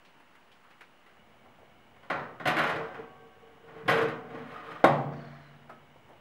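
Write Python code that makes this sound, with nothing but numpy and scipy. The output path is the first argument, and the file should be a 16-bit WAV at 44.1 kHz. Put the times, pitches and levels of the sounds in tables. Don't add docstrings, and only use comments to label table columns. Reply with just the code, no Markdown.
import sys
import numpy as np
from scipy import signal
from scipy.fft import rfft, irfft, next_fast_len
from scipy.io import wavfile

SR = 44100
rng = np.random.default_rng(int(sys.argv[2]) if len(sys.argv) > 2 else 0)


def boost(x):
    u = np.asarray(x, float) / 20
    return 10 ** u


def store_wav(level_fs):
    pcm = np.round(np.clip(np.atleast_2d(level_fs), -1, 1) * 32767)
    wavfile.write(sys.argv[1], SR, pcm.T.astype(np.int16))


N = 273810
T = np.arange(N) / SR

# start in seconds, force in dB, hardness in dB per octave, oven share in dB.
BLOWS = [(2.0301, -42.5, 2, -9), (2.1003, -16, 1.75, -8), (2.1382, -27.5, -0.6, -2),
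         (2.1913, -30.5, -0.6, -7), (2.398, -29, 0, 4), (2.4549, -11.5, 1.3, -4), (2.4935, -25, 5.5, -2.5),
         (2.567, -16.5, 3, 4.5), (2.585, -14, 3, -7), (2.6351, -17, 2.5, -1.5), (2.6937, -18.5, 2.3, -18),
         (2.9438, -31, 0, -19), (2.9907, -41, 0.8, 5), (3.6393, -56, 2, 6), (3.7587, -41, 1, 10),
         (3.8786, -16, 2, 9), (3.8814, -10.5, 1.7, -5), (3.8947, -14.5, 5, -1), (3.9095, -17, 3.5, -24),
         (3.9542, -22.5, 2.2, 5), (3.9837, -22.5, 2.5, -2), (4.0188, -33, 4, 11.5), (4.0836, -27, 2.5, 9),
         (4.119, -36, -5.5, 7), (4.3032, -35, -2.7, -1), (4.346, -35, -1, 3), (4.8411, -5, -0.7, -7)]
# time in seconds, force on the sheet in dB, push on the cross-bars in dB.
DRAGS = [
    [(2.47, -18.5, -99), (2.522, -45, -89), (2.558, -33, -82), (2.67, -31.5, -82), (2.79, -43, -71),
     (2.94, -46.5, -102), (3.0, -57.5, -74), (3.12, -77, -108), (3.264, -73, -92), (3.33, -72, -105)],
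    [(3.34, -72, -97), (3.53, -59, -98.5), (3.604, -69, -105), (3.64, -57, -85), (3.686, -46, -90),
     (3.786, -47, -82.5), (3.83, -49, -94), (3.87, -39, -77)],
    [(3.9, -27, -63), (4.026, -33.5, -69), (4.058, -49.5, -75.5), (4.208, -62, -100), (4.256, -52, -86),
     (4.35, -43.5, -82), (4.43, -43, -102), (4.49, -42, -91), (4.6, -42, -100), (4.69, -40.5, -85),
     (4.784, -44, -101), (4.81, -39.5, -83), (4.83, -53, -88)],
]
DRAG_HARD_DB = [2, 1.5, 3]
DRAG_HARD_PER_DB = 0.2004
DRAG_OVEN_DB = [2.5, 2, 0]
CONTACT_DECAY_MS, CONTACT_DECAY_MS_PER_DB = 2.25, 0.09765
FIRST_TOUCH_DB, GRIT_DB = 14, 3
RATTLE_DB, RATTLE_HZ = 5, 45

# frequency in Hz, relative level in dB per Hz.
TRAY = [(35, -38), (60, -62), (146, 4.5), (202, -9), (307, -4), (406, -5), (436, 0), (501, -15.5), (563, 0),
        (986, -4.5), (1220, -0.5), (2950, -19), (6230, -49), (12000, -51.5), (15800, -73)]
# frequency in Hz, t60 in seconds.
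TRAY_T60 = [(80, 0.41), (250, 1), (700, 0.68), (1800, 0.5), (4500, 0.33), (9000, 0.091), (15000, 0.21)]
EDGES = 50 * 2 ** np.arange(0, 8.4, 1 / 3)
# frequency in Hz, level in dB, t60 in seconds.
RIM = [(555.4, 0, 0.52), (731, 0, 0.45), (1171, -4, 0.39), (1400, -5, 0.23), (1427, -6, 0.23),
       (1843, -1.5, 0.36), (2018, -1.5, 0.14), (3150, -34, 0.22), (3720, -13.5, 0.15)]
# frequency in Hz, level in dB, t60 in seconds.
OVEN = [(139, -7, 0.25), (162, -18.5, 0.35), (161, 2.5, 0.49), (208, -24, 0.94), (239, -6, 1),
        (256.8, -11.5, 0.99), (312.8, 5.5, 0.21)]
# frequency in Hz, level in dB, t60 in seconds.
BARS = [(454.4, 4.5, 0.5), (450.5, 3.5, 0.53), (485, -6.5, 0.81), (429, -9, 0.19)]
HUM_FLUTTER_DB, HUM_FLUTTER_HZ = 2.5, 16
# start in seconds, level in dB, hardness in dB per octave.
PLUCKS = [(2.85, -42.5, 3.5), (2.95, -54, 22.5), (3.09, -73, 8), (4.2, -47.5, -14)]
# first frequency in Hz, level in dB, t60 of the first mode in seconds.
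RODS = [(750, -3, 2.34), (1120, -9.5, 2.2), (1565, -6.5, 2.4)]
# start in seconds, level in dB.
CLANK = [(4.8411, -5.5), (4.845, -2.5), (4.8472, -7)]
# first frequency in Hz, level in dB, t60 of the first mode in seconds.
BACK_WALL = [(660, 2, 0.067), (758, -10.5, 0.12), (336, -19, 0.25), (1400, -5.5, 0.034), (2060, -19.5, 0.1),
             (144.5, -20.5, 1.75), (176.8, -33, 1.13), (233, -31, 1.76), (286.4, -33.5, 1.01),
             (467, -37, 1.05), (598, -23.5, 1.08), (680, -25, 1.52), (700, -15.5, 0.59), (788, -30.5, 0.91),
             (865, -20.5, 0.5), (930, -30.5, 0.7), (1092, -20, 0.35), (1120, -27.5, 1.15), (1500, -28, 0.2)]
LOOSE_DB, LOOSE_HZ = 3, 22
# start in seconds, length in seconds, top level in dB,
# first frequency in Hz, last frequency in Hz.
SQUEALS = [(4.525, 0.125, -45.5, 1260, 1225), (4.67, 0.14, -44.5, 1258, 1188)]
# start in seconds, length in seconds, top level in dB,
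# first frequency in Hz, last frequency in Hz.
GROANS = [(3.86, 0.11, -29.5, 157, 154.5), (4.27, 0.1, -44, 246, 256), (4.41, 0.095, -45.5, 248.5, 246)]
SWELL_DB, BREAK_S = 3, 0.025

# start in seconds, level in dB, centre in Hz, t60 in seconds.
PATS = [(.049, -56.5, 2540, 0.25), (.199, -54, 1400, 0.13), (.351, -50, 1400, 0.099),
        (0.516, -57.5, 2340, .25), (.636, -56.5, 1130, 0.5), (0.704, -53.5, 1670, 0.2),
        (.808, -45.5, 1600, 0.18), (1.061, -56, 1490, 0.44)]
PAT_OCTAVES, PAT_DULL_DB, PAT_RISE_CYCLES = 1.17, -10.5, 1.5
# start in seconds, level in dB, centre in Hz, t60 in seconds.
TOUCHES = [(1.39, -68, 596, 0.34), (1.45, -57, 854, 0.38), (1.585, -55.5, 590, 0.47),
           (1.962, -54, 1500, 0.083), (5.693, -45.5, 1210, 0.28), (5.958, -48.5, 750, 0.06),
           (6.087, -51, 600, 0.44)]
TOUCH_OCTAVES, TOUCH_DULL_DB, TOUCH_RISE_CYCLES = 0.9, 0.5, 1.9

KNOCK_S, KNOCK_DB = 5.7, -43
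# first frequency in Hz, level in dB, t60 of the first mode in seconds.
FRAME = [(626, -4, 0.32), (1285, -1.6, 0.36)]
CLOTH_S, CLOTH_RISE_S, CLOTH_HOLD_S, CLOTH_FADE_S = 5.102, 0.029, 0.31, 0.21
CLOTH_DB, CLOTH_SAG_DB = -67, 3.5
CLOTH_HZ, CLOTH_SINK_HZ_PER_S = 4600, 1500
CLOTH_BODY_DB, CLOTH_BODY_HZ = 15.1, 1500
RUMBLE_REST_DB, RUMBLE_SHARE_DB, RUMBLE_T60_S, RUMBLE_RISE_S = -73, -45, 1.9, 0.044

CUT_S = 1.17
# frequency in Hz, relative level in dB per Hz.
FAN = [(26, -22), (45, -8.5), (53, -9.5), (116, -0.5), (189, -4.5), (229, 1), (292, -6), (719, -3),
       (1200, -7.5), (2250, -11), (2480, -14.5), (3020, -14.5), (4450, -27), (11500, -36), (15000, -40)]
# frequency in Hz, level in dB, half width in Hz.
WHISTLES = [(2920, -72, 86), (2230, -73.5, 55), (227, -74, 15)]
# frequency in Hz, relative level in dB per Hz.
COUNTER = [(26, -33), (45, -8), (55, -15), (180, -1.5), (453, -5.5), (939, -3), (1810, -7), (2480, -11.5),
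           (2870, -8), (3410, -18), (5670, -26.5), (11500, -33), (15000, -43)]
FAN_DB, COUNTER_DB = -57, -58.5
# frequency in Hz, level in dB.
WHINE = [(15703, -80.5)]


def rms_one(x):
    return x / np.sqrt(np.mean(x ** 2) + 1e-20)


def at_hz(points, hz):
    table = np.array(points)
    return np.interp(np.log(hz), np.log(table[:, 0]), table[:, 1])


def band(x, low, high):
    sos = signal.butter(2, [low, min(high, .45 * SR)], "band", fs=SR, output="sos")
    return signal.sosfilt(sos, x)


def flutter(depth_db, rate_hz):
    knots = np.arange(0, T[-1] + 1, 1 / 100)
    memory = np.exp(-2 * np.pi * rate_hz / 100)
    slow = rms_one(signal.lfilter([1], [1, -memory], rng.standard_normal(len(knots))))
    return rms_one(boost(depth_db * np.interp(T, knots, slow)))


def chatter(per_s, spread_db):
    sizes = boost(spread_db * np.minimum(rng.exponential(1, N), 4)) * rng.choice([-1, 1], N)
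    return rms_one(sizes * (rng.random(N) < per_s / SR))


def ring(force, hz, t60):
    r = boost(-60 / (t60 * SR))
    w = 2 * np.pi * hz / SR
    return signal.lfilter([0, np.sin(w)], [1, -2 * r * np.cos(w), r * r], force + 1e-18)


def modes(force, table):
    out, knots = 0, np.arange(0, T[-1] + 1, .06)
    for hz, level_db, t60 in table:
        wander_db = np.interp(T, knots, 2.8 * rng.standard_normal(len(knots)))
        out = out + ring(force * boost(level_db + wander_db), hz, t60)
    return out


def struck(times, levels_db, hz, t60):
    clicks = np.zeros(N)
    clicks[np.round(times * SR).astype(int)] = boost(levels_db)
    first = 0.85 * ring(clicks, hz, t60)
    return first + 0.086 * ring(clicks, hz * rng.uniform(1.004, 1.014), 1.65 * t60)


def rough_tone(rows, width_hz):
    s, level_db, hz = np.transpose(rows)
    tone = np.sin(2 * np.pi * np.cumsum(np.interp(T, s, hz)) / SR)
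    rough = rms_one(band(rng.standard_normal(N), 3.3, width_hz) * tone)
    return boost(np.interp(T, s, level_db, -120, -120)) * rough


def metal():
    force, hum, (hard, oven_db) = contacts()
    out = sheet(force, hard)
    out += modes(force * boost(oven_db - 46.5), OVEN)
    out += modes(force * boost(-43.5), RIM)
    out += flutter(HUM_FLUTTER_DB, HUM_FLUTTER_HZ) * modes(hum, BARS)
    out += rods() + clank() + stick_slip(SQUEALS, width_hz=30) + stick_slip(GROANS, width_hz=13.4)
    return signal.sosfilt(signal.butter(4, 105, "high", fs=SR, output="sos"), out)


def contacts():
    force, hum, controls = np.zeros(N), np.zeros(N), np.zeros((2, N))
    for rows, hard_db, oven_db in zip(DRAGS, DRAG_HARD_DB, DRAG_OVEN_DB):
        s, level_db, hum_db = np.transpose(rows)
        on = (T >= s[0]) & (T < s[-1])
        push_db = np.interp(T[on], s, level_db)
        force[on] = boost(push_db)
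        hum[on] = boost(np.interp(T[on], s, hum_db))
        controls[0, on] = hard_db + DRAG_HARD_PER_DB * (push_db + 40)
        controls[1, on] = oven_db
    slips = chatter(2000, 3.9)
    force *= slips * flutter(RATTLE_DB, RATTLE_HZ)
    grit = chatter(6000, 1.7)
    for s, level_db, hard, oven_db in BLOWS:
        decay_ms = max(CONTACT_DECAY_MS - CONTACT_DECAY_MS_PER_DB * level_db, .25)
        after = np.arange(int(4 * decay_ms * SR / 1000)) / SR
        at = round(s * SR) + np.arange(len(after))
        force[at] += boost(level_db + GRIT_DB) * np.exp(-1000 * after / decay_ms) * grit[at]
        force[at[0]] += boost(level_db + FIRST_TOUCH_DB)
        controls[:, at] = [[hard], [oven_db]]
    return force, hum * slips, controls


def sheet(force, hard):
    size, after = next_fast_len(N + SR), T[:SR]
    total, energy = 0, 0
    white = rng.standard_normal((2, 3, SR))
    spots = rng.integers(0, 3, N) == np.arange(3)[:, None]
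    for k, (low, high) in enumerate(zip(EDGES, EDGES[1:])):
        hz = np.sqrt(low * high)
        decay = boost(-60 * after / at_hz(TRAY_T60, hz)) + 0.6 * boost(-60 * after / 0.03)
        answers = band(white[k % 2] * decay, low, high)
        gain = boost(at_hz(TRAY, hz)) * np.sqrt(high - low)
        energy += gain ** 2
        answers *= gain / np.sqrt(np.sum(answers ** 2, axis=1, keepdims=True))
        pushes = spots * force * boost(hard * np.log2(hz / 1000))
        total = total + np.sum(rfft(pushes, size) * rfft(answers, size), axis=0)
    return irfft(total, size)[:N] / np.sqrt(energy)


def clank():
    s, level_db = np.transpose(CLANK)
    wall = 0
    for hz, db, t60 in BACK_WALL:
        wall = wall + flutter(LOOSE_DB * min(t60, 1), LOOSE_HZ) * struck(s, level_db + db, hz, t60)
    after = np.maximum(T - s[1], 0)
    fading = (T > s[1]) * (boost(-60 * after / 0.022) + 0.29 * boost(-60 * after / 0.19))
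    crack = boost(level_db[1] - 35) * fading * rms_one(band(rng.standard_normal(N), 5230, 12000))
    return signal.sosfilt(signal.butter(1, 2400, fs=SR, output="sos"), wall) + crack


def rods():
    s, level_db, hard = np.transpose(PLUCKS)
    return sum(struck(s, level_db + db + hard * np.log2(hz / 1000), hz, t60) for hz, db, t60 in RODS)


def stick_slip(table, width_hz):
    out = 0
    for s, length, db, first, last in table:
        end = s + length
        rows = [(s - 2 * BREAK_S, db - 60, first), (s - BREAK_S, db - SWELL_DB - 12, first),
                (s, db - SWELL_DB, first), (end - BREAK_S, db, last),
                (end, db - 9, last), (end + BREAK_S / 2, db - 60, last)]
        out = out + rough_tone(rows, width_hz)
    return out


def pats(table, octaves, dull_db, rise_cycles):
    out, after = np.zeros(N + SR), T[:SR // 2]
    half = 2 ** (max(octaves, .2) / 2)
    for s, level_db, hz, t60 in table:
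        noise = rng.standard_normal((3, len(after)))
        bright = rms_one(band(noise[0], hz / half, hz * half))
        dull = boost(dull_db) * rms_one(band(noise[1], 273, 870))
        tick = boost(-30.5 + 10.0 * octaves) * rms_one(band(noise[2], 3500, 14000))
        tick *= boost(-60 * after / .2)
        shape = (1 - np.exp(-after * hz / rise_cycles)) * boost(-60 * after / max(t60, .02))
        at = round(s * SR)
        out[at:at + len(after)] += boost(level_db) * shape * (bright + dull + tick)
    return out[:N]


def knock():
    return sum(struck(np.array([KNOCK_S]), KNOCK_DB + db, hz, t60) for hz, db, t60 in FRAME)


def cloth():
    s = np.cumsum([0, CLOTH_RISE_S, CLOTH_HOLD_S, CLOTH_FADE_S])
    level_db = CLOTH_DB - np.array([17, 0, CLOTH_SAG_DB, 12])
    rows = np.transpose([CLOTH_S + s, level_db, CLOTH_HZ - CLOTH_SINK_HZ_PER_S * s])
    lower = rows * [1, 1, .79] - [0, 4.0, 0]
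    broad = rows - [0, 3.0, 0]
    body = rows * [1, 1, 0] + [0, CLOTH_BODY_DB, CLOTH_BODY_HZ]
    hiss = boost(-1.6) * flutter(3.1, 11) * rough_tone(rows, width_hz=140)
    hiss += rough_tone(lower, width_hz=190) + rough_tone(broad, width_hz=1400)
    return hiss + flutter(2.1, 14) * rough_tone(body, width_hz=490)


def rumble():
    power = boost(RUMBLE_REST_DB) ** 2 * (T > CUT_S)
    for s, level_db, *_ in BLOWS:
        after = np.maximum(T - s, 0)
        fading = boost(level_db + RUMBLE_SHARE_DB - 60 * after / RUMBLE_T60_S)
        power = power + (fading * (1 - np.exp(-after / RUMBLE_RISE_S))) ** 2
    return np.sqrt(power) * rms_one(band(rng.standard_normal(N), 71, 100))


def hush(spectrum):
    hz = np.maximum(np.arange(N // 2 + 1) * SR / N, 1)
    return rms_one(irfft(rfft(rng.standard_normal(N)) * boost(at_hz(spectrum, hz)), N))


def fan():
    whistles = sum(rough_tone([(0, db, hz), (7, db, hz)], width) for hz, db, width in WHISTLES)
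    return boost(FAN_DB) * hush(FAN) + whistles


def counter():
    return boost(COUNTER_DB) * hush(COUNTER)


def whine():
    return sum(np.sqrt(2) * boost(db) * np.sin(2 * np.pi * hz * T) for hz, db in WHINE)


def scene():
    spatula = pats(PATS, PAT_OCTAVES, PAT_DULL_DB, PAT_RISE_CYCLES)
    brushing = pats(TOUCHES, TOUCH_OCTAVES, TOUCH_DULL_DB, TOUCH_RISE_CYCLES)
    floor = np.where(T > CUT_S, fan(), counter())
    return (metal() + spatula + brushing + knock() + cloth() + rumble() + floor + whine())[None]


def top_cut(x):
    return signal.sosfilt(signal.butter(12, 15990, fs=SR, output="sos"), x)


def record(dry):
    mix = 0.68 * np.tanh(dry / 0.93) + 0.00062
    return top_cut(mix)


dry = scene()
out = record(dry)
store_wav(out)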